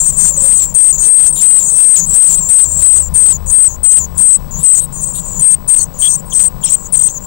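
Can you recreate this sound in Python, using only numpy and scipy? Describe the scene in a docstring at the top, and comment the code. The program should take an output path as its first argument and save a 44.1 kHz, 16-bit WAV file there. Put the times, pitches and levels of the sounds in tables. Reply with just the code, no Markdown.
"""Inside a wooden nest box, right under a small camera microphone that feeds the left channel only.
The loudest chick, closest in level, whistles in warbling calls that overload the input.
The other chicks overlap it with hoarser cheeps, and the parent answers lower; all are noisy syrinx tones.
Far traffic rumbles as shaped noise, an engine drones past, and the picture signal leaks in as buzz and whine.
The right input idles in hiss with a very faint leak of the birds."""
import sys
import numpy as np
from scipy import signal
from scipy.fft import rfft, irfft, next_fast_len
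from scipy.io import wavfile
from scipy.ndimage import uniform_filter1d, map_coordinates

SR = 44100
rng = np.random.default_rng(int(sys.argv[2]) if len(sys.argv) > 2 else 0)


def to_wav(sig):
    """Store sig (one row per channel, or 1-D mono) as 16-bit WAV at the path in sys.argv[1].

    Samples outside -1..1 are clipped; the rate is SR.
    """
    pcm = np.clip(np.atleast_2d(sig), -1, 1) * 32767
    pcm = np.round(pcm).astype(np.int16)
    wavfile.write(sys.argv[1], SR, pcm.T)  # frames by channels


N = 320166
T = np.arange(N) / SR

# far traffic: start_s, rumble_db, road_roar_db
TRAFFIC = [(0.0, -21.5, -23.5), (0.99, -24, -29), (1.8, -30, -29.5), (2.75, -26, -29), (3.3, -23, -29),
           (4.0, -26, -29.5), (5.0, -25.5, -27.5), (6.2, -29, -31.5), (7.26, -29, -30)]
# drone of a passing engine: start_s, level_db
ENGINE = [(0.0, -39), (2.2, -38), (3.0, -18.5), (3.7, -26), (3.94, -25), (4.6, -27.5), (5.0, -36),
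          (7.26, -41)]
# relative noise spectra, outside air with input hiss, road roar, deep rumble: freq_hz, density_db (per Hz)
OUTDOOR_AIR = [(220, 3), (350, -12.5), (520, -2), (800, -9.5), (1030, 1), (1250, -14.5), (1900, -25),
               (3000, -28), (4200, -24.5), (7000, -32), (12500, -44), (14600, -34), (15200, -17),
               (15750, -14)]
ROAR = [(90, -22), (120, 5), (150, 11.5), (200, 6.5), (240, -30.5)]
RUMBLE = [(12, -6), (25, 1), (40, 2), (55, -6.5), (110, -9.5), (140, -59)]
# relative hiss spectrum of the unused right input: freq_hz, density_db (per Hz)
IDLE = [(20, 10), (1000, -15), (6000, -23), (11500, -17), (12300, -47), (12600, -43), (22000, -49)]
# faint low toots: start_s, length_s, pitch_hz, peak_db
TOOTS = [(0.305, 0.025, 560, -28), (0.371, 0.028, 546, -22), (0.422, 0.058, 550, -20.5)]
# harmonics of the picture rate: freq_hz, level_db (each)
BUZZ = [(180, -73), (250, -48), (600, -51.5), (1500, -60.5), (3000, -72.5), (5000, -77), (15400, -77),
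        (15600, -71), (15750, -47.5)]
# line scan and its half, before the feeds into the cable: freq_hz, level_db
WHINE = [(7812.5, -46.5), (15625, -37)]
# low rough cries: start_s, length_s, pitch_hz, level_db, third_harmonic_db
SQUAWKS = [(0.434, 0.032, 3900, -41, -26), (1.06, .035, 3740, -49, -41), (1.354, 0.058, 3720, -32.5, -25),
           (0.617, 0.027, 3610, -37, -19), (1.584, 0.034, 3660, -40, -23), (2.301, 0.065, 3630, -41, -24),
           (4.582, 0.05, 3600, -45, -30), (4.787, .07, 3820, -43, -29.5), (5.144, 0.056, 3720, -36.5, -25),
           (6.654, 0.044, 3270, -31, -46), (7.06, 0.038, 3580, -40, -52)]
# the parent's short low notes, before the split into two voices:
# start_s, length_s, start_pitch_hz, end_pitch_hz, start_level_db, end_level_db
PARENT = [(5.795, 0.024, 4360, 4310, -32, -23), (6.025, 0.054, 3040, 3380, -17, -17.5),
          (6.324, 0.0089, 3270, 3180, -27, -24), (6.635, 0.012, 3240, 3240, -29, -25)]
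# the other chicks: same columns as the parent
BROOD = [(0.0, 0.17, 7350, 7630, -5.5, -18), (0.0, 0.039, 7860, 8650, -3, -21),
         (0.19, 0.12, 7150, 7500, -12.5, -6.5), (0.31, 0.069, 7530, 6630, -10.5, -20.5),
         (0.367, 0.043, 8150, 7900, -12, -2.5), (0.395, 0.071, 7980, 8900, -14, -5),
         (0.41, 0.056, 7140, 7700, -11, -10.5), (0.6, 0.059, 7600, 7770, -4, -5),
         (0.665, 0.067, 7400, 7100, -11.5, -26), (0.93, 0.037, 7250, 7450, -9.5, -10.5),
         (0.965, 0.032, 6900, 6400, -29, -19), (1.0, 0.093, 8250, 8500, -9.5, 3),
         (0.985, 0.09, 7300, 6600, -11, -19), (1.265, 0.053, 8300, 8500, 10, -9.5),
         (1.27, 0.025, 7600, 6900, 2, -16), (1.33, 0.058, 8200, 9000, -12, -15),
         (1.35, 0.087, 7100, 7400, -16, -4.5), (1.595, 0.11, 7370, 7170, -6.5, -14),
         (1.63, 0.17, 7980, 8450, -13, -4), (1.71, 0.07, 6530, 5900, -31, -30),
         (1.965, 0.041, 7800, 8300, -7, -7.5), (1.97, 0.085, 7120, 6860, -6, -12.5),
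         (2.065, 0.1, 8060, 7650, -15, -0.5), (2.3, 0.054, 7470, 7340, -4, -5),
         (2.31, 0.088, 8200, 7970, -10, -4.5), (2.4, 0.11, 7500, 7400, -10, -12.5),
         (2.645, 0.075, 7480, 7200, -5, -17), (2.69, 0.12, 8190, 7750, -18, -9),
         (2.72, 0.11, 7400, 7500, -10.5, -14.5), (3.0, 0.037, 8230, 7700, -2, -11),
         (3.02, 0.067, 7450, 7160, -14.5, -21.5), (3.33, 0.039, 7290, 6800, -9, -17.5),
         (3.465, 0.051, 8100, 8200, -24, -7), (3.465, 0.044, 7060, 7100, -26, -15),
         (3.685, 0.077, 7000, 7100, -21, -27), (3.69, 0.035, 7450, 7800, -24, -31),
         (3.99, 0.068, 7400, 6840, -7, -19), (4.155, 0.022, 7500, 7700, -27, -26),
         (4.515, 0.035, 7200, 6650, -22.5, -22.5), (4.55, 0.09, 6510, 8030, -25.5, -13),
         (4.75, 0.031, 8000, 7740, -6, -9), (4.81, 0.049, 8200, 8050, -12, -15.5),
         (4.927, 0.083, 7100, 7240, -27, -20.5), (4.93, 0.059, 8600, 8200, -23.5, -27),
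         (5.06, 0.059, 8070, 7900, -11, -18.5), (5.07, 0.058, 6900, 7300, -32, -20),
         (5.135, 0.07, 8700, 7860, -22.5, -16.5), (5.14, 0.086, 7200, 7100, -25, -21),
         (5.235, 0.059, 7200, 7300, -25.5, -20), (5.255, 0.13, 8200, 7500, -22, -24.5),
         (5.3, 0.11, 7060, 7060, -21.5, -18), (5.78, 0.081, 6800, 6500, -19, -33),
         (5.945, 0.11, 7000, 6800, -30, -33), (6.04, 0.03, 6440, 5000, -33, -29),
         (6.095, 0.03, 6300, 5600, -31, -26), (6.165, 0.043, 8070, 7600, -17, -24.5),
         (6.26, 0.067, 8500, 7800, -31.5, -30), (6.305, 0.092, 6950, 6400, -25.5, -26),
         (6.34, 0.056, 5740, 5800, -27, -30), (6.617, 0.032, 7450, 6600, -24.5, -25),
         (6.65, 0.095, 5700, 6000, -22, -36), (6.67, 0.043, 8100, 7600, -22, -17),
         (6.66, 0.04, 7300, 6800, -23, -43), (6.765, 0.13, 7620, 7800, -21.5, -29.5),
         (6.79, 0.084, 7300, 6930, -34, -23.5), (7.05, 0.063, 6000, 6600, -34, -18.5),
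         (7.1, 0.076, 8420, 6800, -23, -29), (7.12, 0.066, 7400, 6900, -23, -20.5),
         (7.21, 0.045, 7150, 7300, -33, -25)]
# the loudest calls: start_s, length_s, swoop_hz, pitch_hz (after the swoop), end_pitch_hz (before the sag),
# middle_level_db, end_level_db, warble_rate_hz, warble_depth_hz (before it grows), warble_lag_ms
LEAD = [(0.046, 0.063, 30, 8650, 8150, -5, -8, 27, 50, 19.7),
        (0.163, 0.14, 141, 8380, 8355, -3, -9, 46, 30, 4.3),
        (0.427, 0.18, 887, 8470, 8070, -0.7, -6, 39, 54, 6.2),
        (0.741, 0.18, 997, 8336, 8320, 3, -0.5, 47, 81, 7.4),
        (1.072, 0.2, 658, 8380, 8250, 3.5, -5, 40, 70, 10.6),
        (1.41, 0.19, 999, 8250, 8144, 4, -0.5, 40, 68.4, 18),
        (1.761, 0.2, 672, 8360, 8294, 2.5, 1.5, 43.4, 87, 24.6),
        (2.138, 0.16, 881, 8300, 8180, 4, -2, 45, 69, 4.3),
        (2.488, 0.16, 999, 8270, 8175, 4, 2, 37, 61.3, 3.3),
        (2.815, 0.18, 1053, 8100, 8200, 5, -4, 42, 91, 15.3),
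        (3.139, 0.19, 1050, 8435, 8070, 2.5, -0.5, 35, 89, 16.6),
        (3.512, 0.17, 881, 8395, 8160, 4, 0.5, 45, 78, 10.1),
        (3.831, 0.16, 1005, 8040, 8270, 4, -0.5, 42.6, 62, 5.2),
        (4.174, 0.19, 895, 8420, 8095, 2.5, 6.5, 52, 98.5, 9.3),
        (4.629, 0.18, 984, 8010, 8234, 5.5, -9, 41.5, 75, 23.1),
        (5.008, 0.041, 290, 8670, 8440, -11.5, -14, 35, 69, 0.6),
        (5.392, 0.16, 1099, 8206, 8490, 1.5, -1.5, 51, 39.7, 16.2),
        (5.676, 0.17, 748, 8360, 8230, 3.5, -9.5, 43.5, 26.2, 29.5),
        (5.987, 0.18, 606, 8530, 8430, -3.5, -11, 35, 77, 1),
        (6.327, 0.16, 932, 8120, 8350, -1, -6.5, 34, 55.6, 10),
        (6.636, 0.12, 1330, 7760, 8340, 4.5, 3.5, 37, 86, 0.45),
        (6.923, 0.16, 1035, 8200, 8255, 4.3, -4.5, 42, 82, 24)]
# short dips in the loudest chick's level, probably beating with siblings: centre_s, width_ms
DIPS = [(0.205, 1.6), (0.216, 2.8), (0.228, 3.8), (0.244, 2.1), (0.275, 1.7), (0.451, 3), (0.468, 4.1),
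        (4.192, 1.9), (4.206, 4.8), (4.766, 15.6), (5.406, 7.5), (5.417, 4.5), (5.437, 1.7), (5.518, 2.8),
        (5.758, 10.5), (5.78, 4.2), (5.803, 12.5), (5.826, 2.9), (6.011, 2.7), (6.018, 2.6), (6.07, 2.2),
        (6.078, 2.9), (6.099, 2.2), (6.131, 3), (6.147, 1.9), (6.346, 3.8), (6.39, 4.4), (6.433, 4.7),
        (6.67, 13), (6.689, 40), (6.716, 8.3), (6.736, 5.2), (6.965, 11), (6.986, 14), (7.006, 11),
        (7.029, 9.9), (7.056, 4)]
# relative spectrum of air rushing from a gaping beak: freq_hz, density_db (per Hz)
BREATH = [(1200, -19), (2500, -3), (4200, 1.5), (5200, -2.5), (6500, 2), (10000, -20), (11500, -17),
          (12700, -27), (14500, 2), (15700, 3.5)]
# relative spectrum of a bright noise layer around 9-11 kHz over the calls: freq_hz, density_db (per Hz)
BRIGHT_NOISE = [(7600, -30), (8800, 0), (9500, -3), (11200, -7), (12200, -20), (13000, -120)]

SWOOP_S, SWOOP_SLOWS = .0105, .0012  # swoop time in s, and s added per second of the scene
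BUILD_DB = 3.5  # a lead call starts this far under its middle
DIP_DB = -25  # depth of one dip
TOP_HZ = 15760  # upper end of the recorded band


def amp(db):
    """dB to gain."""
    return 10 ** (np.asarray(db) / 20)


def unit(x):
    """Scaled to rms 1."""
    return x / np.sqrt(np.mean(np.abs(x) ** 2) + 1e-20)


def along(points, hz):
    """Reads (Hz, value) points on a log frequency axis, holding the end values."""
    f, v = np.transpose(points)
    return np.interp(np.log(hz + 1), np.log(f + 1), v)


def filtered(x, response):
    """x times a response of frequency."""
    m = next_fast_len(len(x) + 8192)
    spectrum = rfft(x, m) * response(np.fft.rfftfreq(m, 1 / SR))
    return irfft(spectrum, m)[:len(x)]


def noise(spectrum):
    """Shaped noise of rms 1, fading out below the first point."""
    shut = [(spectrum[0][0] / 2, -120)] + list(spectrum)
    return unit(filtered(rng.standard_normal(N), lambda hz: amp(along(shut, hz))))


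def wobble(rate, size):
    """A smooth random curve, rate knots a second."""
    knots = rng.standard_normal(int(size * rate / SR) + 4)
    return map_coordinates(knots, [np.arange(size) * rate / SR])


def add(track, s, note):
    """Mixes a note in at time s."""
    part = track[round(s * SR):][:len(note)]
    part += note[:len(part)]


def outdoors():
    """Far traffic as rumble and road roar, a wavering engine drone, and gently uneven outside air."""
    s, rumble_db, roar_db = np.transpose(TRAFFIC)
    rumble = amp(np.interp(T, s, rumble_db)) * noise(RUMBLE)
    roar = amp(np.interp(T, s, roar_db)) * noise(ROAR)
    engine_hz = 72 + 2.556 * wobble(9, N)
    engine = np.sqrt(2) * np.sin(2 * np.pi * np.cumsum(engine_hz) / SR)
    engine *= amp(np.interp(T, *np.transpose(ENGINE)) + 0.62 * wobble(12, N))
    lumps = amp(2.0 * wobble(8, N))
    air = lumps ** 0.34 * amp(-33) * noise(OUTDOOR_AIR)
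    return lumps * (rumble + roar) + engine + air


def tooting():
    """Soft short sine tones from outside, each swelling and fading."""
    out = np.zeros(N)
    for s, length, hz, peak_db in TOOTS:
        t = np.arange(round(length * SR)) / SR
        swell = np.sin(np.pi * t / length)
        add(out, s, amp(peak_db) * swell * np.sin(2 * np.pi * hz * t))
    return out


def picture_buzz():
    """One click per picture field, 50 a second, filtered into a buzz."""
    clicks = np.zeros(N)
    clicks[241::SR // 50] = SR / 50 / np.sqrt(2)  # every harmonic at rms 1
    return filtered(clicks, lambda hz: amp(along(BUZZ, hz)))


def line_whine():
    """Steady sines at the line-scan rate and its half."""
    return sum(np.sqrt(2) * amp(db) * np.sin(2 * np.pi * hz * T) for hz, db in WHINE)


def smear(size, below_hz, above_hz):
    """Complex noise whose spectrum falls away to both sides of zero, in uneven bursts."""
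    hz = np.fft.fftfreq(size, 1 / SR)
    width_hz = np.where(hz < 0, below_hz, above_hz)
    slope = 1 / (1 + np.abs(hz / width_hz) ** 2.9) ** 1.18
    white = rng.standard_normal(size) + 1j * rng.standard_normal(size)
    return unit(np.fft.ifft(white * slope) * amp(2.3 * wobble(121.6, size)))


def whistle(hz, db, hoarse, width_hz, octave_db, attack):
    """A syrinx tone: unsteady membranes smear part of it into a skirt, wider on the high side."""
    hoarse = np.clip(hoarse, 0, .98)
    carrier = np.exp(2j * np.pi * np.cumsum(hz) / SR)
    skirt = hoarse * smear(len(hz), width_hz, 1.25 * width_hz)
    wave = (np.sqrt(1 - hoarse ** 2) + skirt) * carrier
    octave = amp(octave_db) * unit(wave ** 2).real  # squaring doubles the pitch
    t = np.arange(len(hz)) / SR
    ramp = np.minimum(t / attack, t[::-1] / 0.0031)  # attack and release in s
    fade = np.sin(np.pi / 2 * np.clip(ramp, 0, 1)) ** 2
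    return np.sqrt(2) * fade * amp(db) * (wave.real + octave)


def cheeps(calls, hoarse, wander_hz, quaver_hz, width_hz, octave_db, split_hz, second_db):
    """Gliding hoarse whistles with a quaver; the syrinx's other half sings a little lower and beats."""
    out = np.zeros(N)
    for s, length, hz0, hz1, db0, db1 in calls:
        t = np.arange(round((length + .008) * SR)) / SR  # room for the fades
        pitch = np.interp(t, [0, length], [hz0, hz1])
        pitch += wander_hz * wobble(22, len(t)) + quaver_hz * wobble(110, len(t))
        level_db = np.interp(t, [0, length], [db0, db1]) + 1.1 * wobble(172.4, len(t))
        upper = pitch + .3 * split_hz
        lower = upper - split_hz * (1 + .25 * wobble(18, len(t)))
        lower_db = level_db + second_db + 4 * wobble(24.8, len(t))
        note = whistle(upper, level_db - 1.65, hoarse, width_hz, octave_db, attack=0.0037)
        note += whistle(lower, lower_db, hoarse, width_hz, octave_db, attack=0.0023)
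        add(out, max(s - .006, 0), note)
    return out


def squawks():
    """Almost pitchless cries: a smeared low tone and a separate third harmonic."""
    out = np.zeros(N)
    for s, length, hz, db, third_db in SQUAWKS:
        pitch = hz + 90 * wobble(55.4, round(length * SR))
        add(out, s, whistle(pitch, db, 0.89, width_hz=890, octave_db=-30, attack=0.007))
        add(out, s, whistle(3 * pitch, third_db, 0.71, width_hz=1100, octave_db=-60, attack=0.0072))
    return out


def parent():
    """Short low notes from the same two-voiced syrinx, with a narrow skirt and split."""
    return cheeps(PARENT, hoarse=0.52, wander_hz=29.7, quaver_hz=50.3, width_hz=330,
                  octave_db=-20, split_hz=149, second_db=-10)


def back_sibling():
    """A sibling at the back joins each lead call, lower, very hoarse and half hidden."""
    calls = []
    for (s, length, *_), (a, b, c) in zip(LEAD, rng.standard_normal((len(LEAD), 3))):
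        start_hz, end_hz = 7350 + 250 * a, 7150 + 250 * b
        calls.append((s + .01, .9 * length, start_hz, end_hz, -17.5 + 2 * c, -17.6 - 2 * c))
    return cheeps(calls, hoarse=0.68, wander_hz=149, quaver_hz=160.5, width_hz=640,
                  octave_db=-17.5, split_hz=450, second_db=-8)


def brood():
    """The other chicks: hoarse two-voiced cheeps between and over the lead calls."""
    return cheeps(BROOD, hoarse=0.45, wander_hz=59.94, quaver_hz=94.8, width_hz=560,
                  octave_db=-22, split_hz=400, second_db=-7)


def lead_chick():
    """Most calls swoop down onto a warbling whistle, hoarser when weak, the swoop slowing as the chick tires;
    the first two, perhaps another chick's, hardly swoop."""
    out = np.zeros(N)
    for s, length, swoop_hz, hz0, hz1, db, end_db, rate, warble_hz, lag_ms in LEAD:
        t = np.arange(round(length * SR)) / SR
        swoop = np.exp(-(t / (SWOOP_S + SWOOP_SLOWS * s)) ** 2.13)
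        # the warble sets in over the first 31 ms and deepens through the call
        growth = np.clip(t / 0.0308, 0, 1) * (0.853 + 1.14 * t / length)
        warble = growth * np.sin(2 * np.pi * rate * (t - lag_ms / 1000))
        hz = hz0 + (hz1 - hz0) * t / length + swoop_hz * swoop
        hz += warble_hz * warble + 55 * wobble(220.2, len(t))
        # the pitch sags as the breath runs out
        hz -= 300 * np.exp(-(length - t) / 0.00777)
        effort_db = np.interp(t, [0, length / 2, length], [db - BUILD_DB, db, end_db])
        hoarse = .29 - 0.0077 * effort_db + 0.51 * swoop
        level_db = effort_db - 7.6 * swoop + 0.81 * warble
        add(out, s, whistle(hz, level_db, hoarse, width_hz=670, octave_db=-61, attack=0.002))
    dips_db = sum(DIP_DB * np.exp(-((T - s) * 2000 / ms) ** 2) for s, ms in DIPS)
    return out * amp(dips_db)


def rasp(birds):
    """Breath noise in bursts that follows the calls' strength, and a bright noise layer, uneven in level."""
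    power = uniform_filter1d(birds ** 2, size=260)  # over about 6 ms
    strength = np.minimum(np.sqrt(np.abs(power)), .9)
    breath_db = -21 + 2.8 * wobble(45, N) + 2.07 * wobble(320, N)
    breath = strength ** 1.65 * amp(breath_db) * noise(BREATH)
    bright_db = -27 + 5.5 * wobble(24, N) + 3.1 * wobble(150, N)
    return breath + strength ** 1.13 * amp(bright_db) * noise(BRIGHT_NOISE)


def nest_box(x):
    """The close wooden walls answer with a noise tail that falls 60 dB in 28 ms."""
    t = np.arange(SR // 20) / SR
    tail = rng.standard_normal(len(t)) * amp(-60 * t / 0.028)
    return signal.fftconvolve(x, tail / np.linalg.norm(tail))[:N]


def scene():
    """The microphone's sound on the left; idle hiss and a faint leak of the birds on the right."""
    birds = squawks() + parent() + back_sibling() + brood() + lead_chick()
    background = outdoors() + tooting() + picture_buzz()
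    left = background + birds + rasp(birds) + amp(-10) * nest_box(birds)
    right = amp(-71) * noise(IDLE) + amp(-76) * birds
    return np.array([left, right])


def record(dry):
    """The cable picks up whine; the preamplifier flattens loud calls, ducking all else under them; the band ends."""
    whine = line_whine()
    # bend the wave at four times the rate to limit aliasing
    fine = signal.resample_poly(dry[0] + 0.58 * whine, up=4, down=1)
    flat = fine / (1 + np.abs(fine / .84) ** 6) ** (1 / 6)  # never passes .84
    left = signal.resample_poly(flat, up=1, down=4)[:N] + .009  # small constant offset
    left += 0.42 * whine  # part of it enters after the preamplifier
    return np.array([filtered(x, lambda hz: hz < TOP_HZ) for x in (left, dry[1])])


dry = scene()
out = record(dry)
to_wav(out)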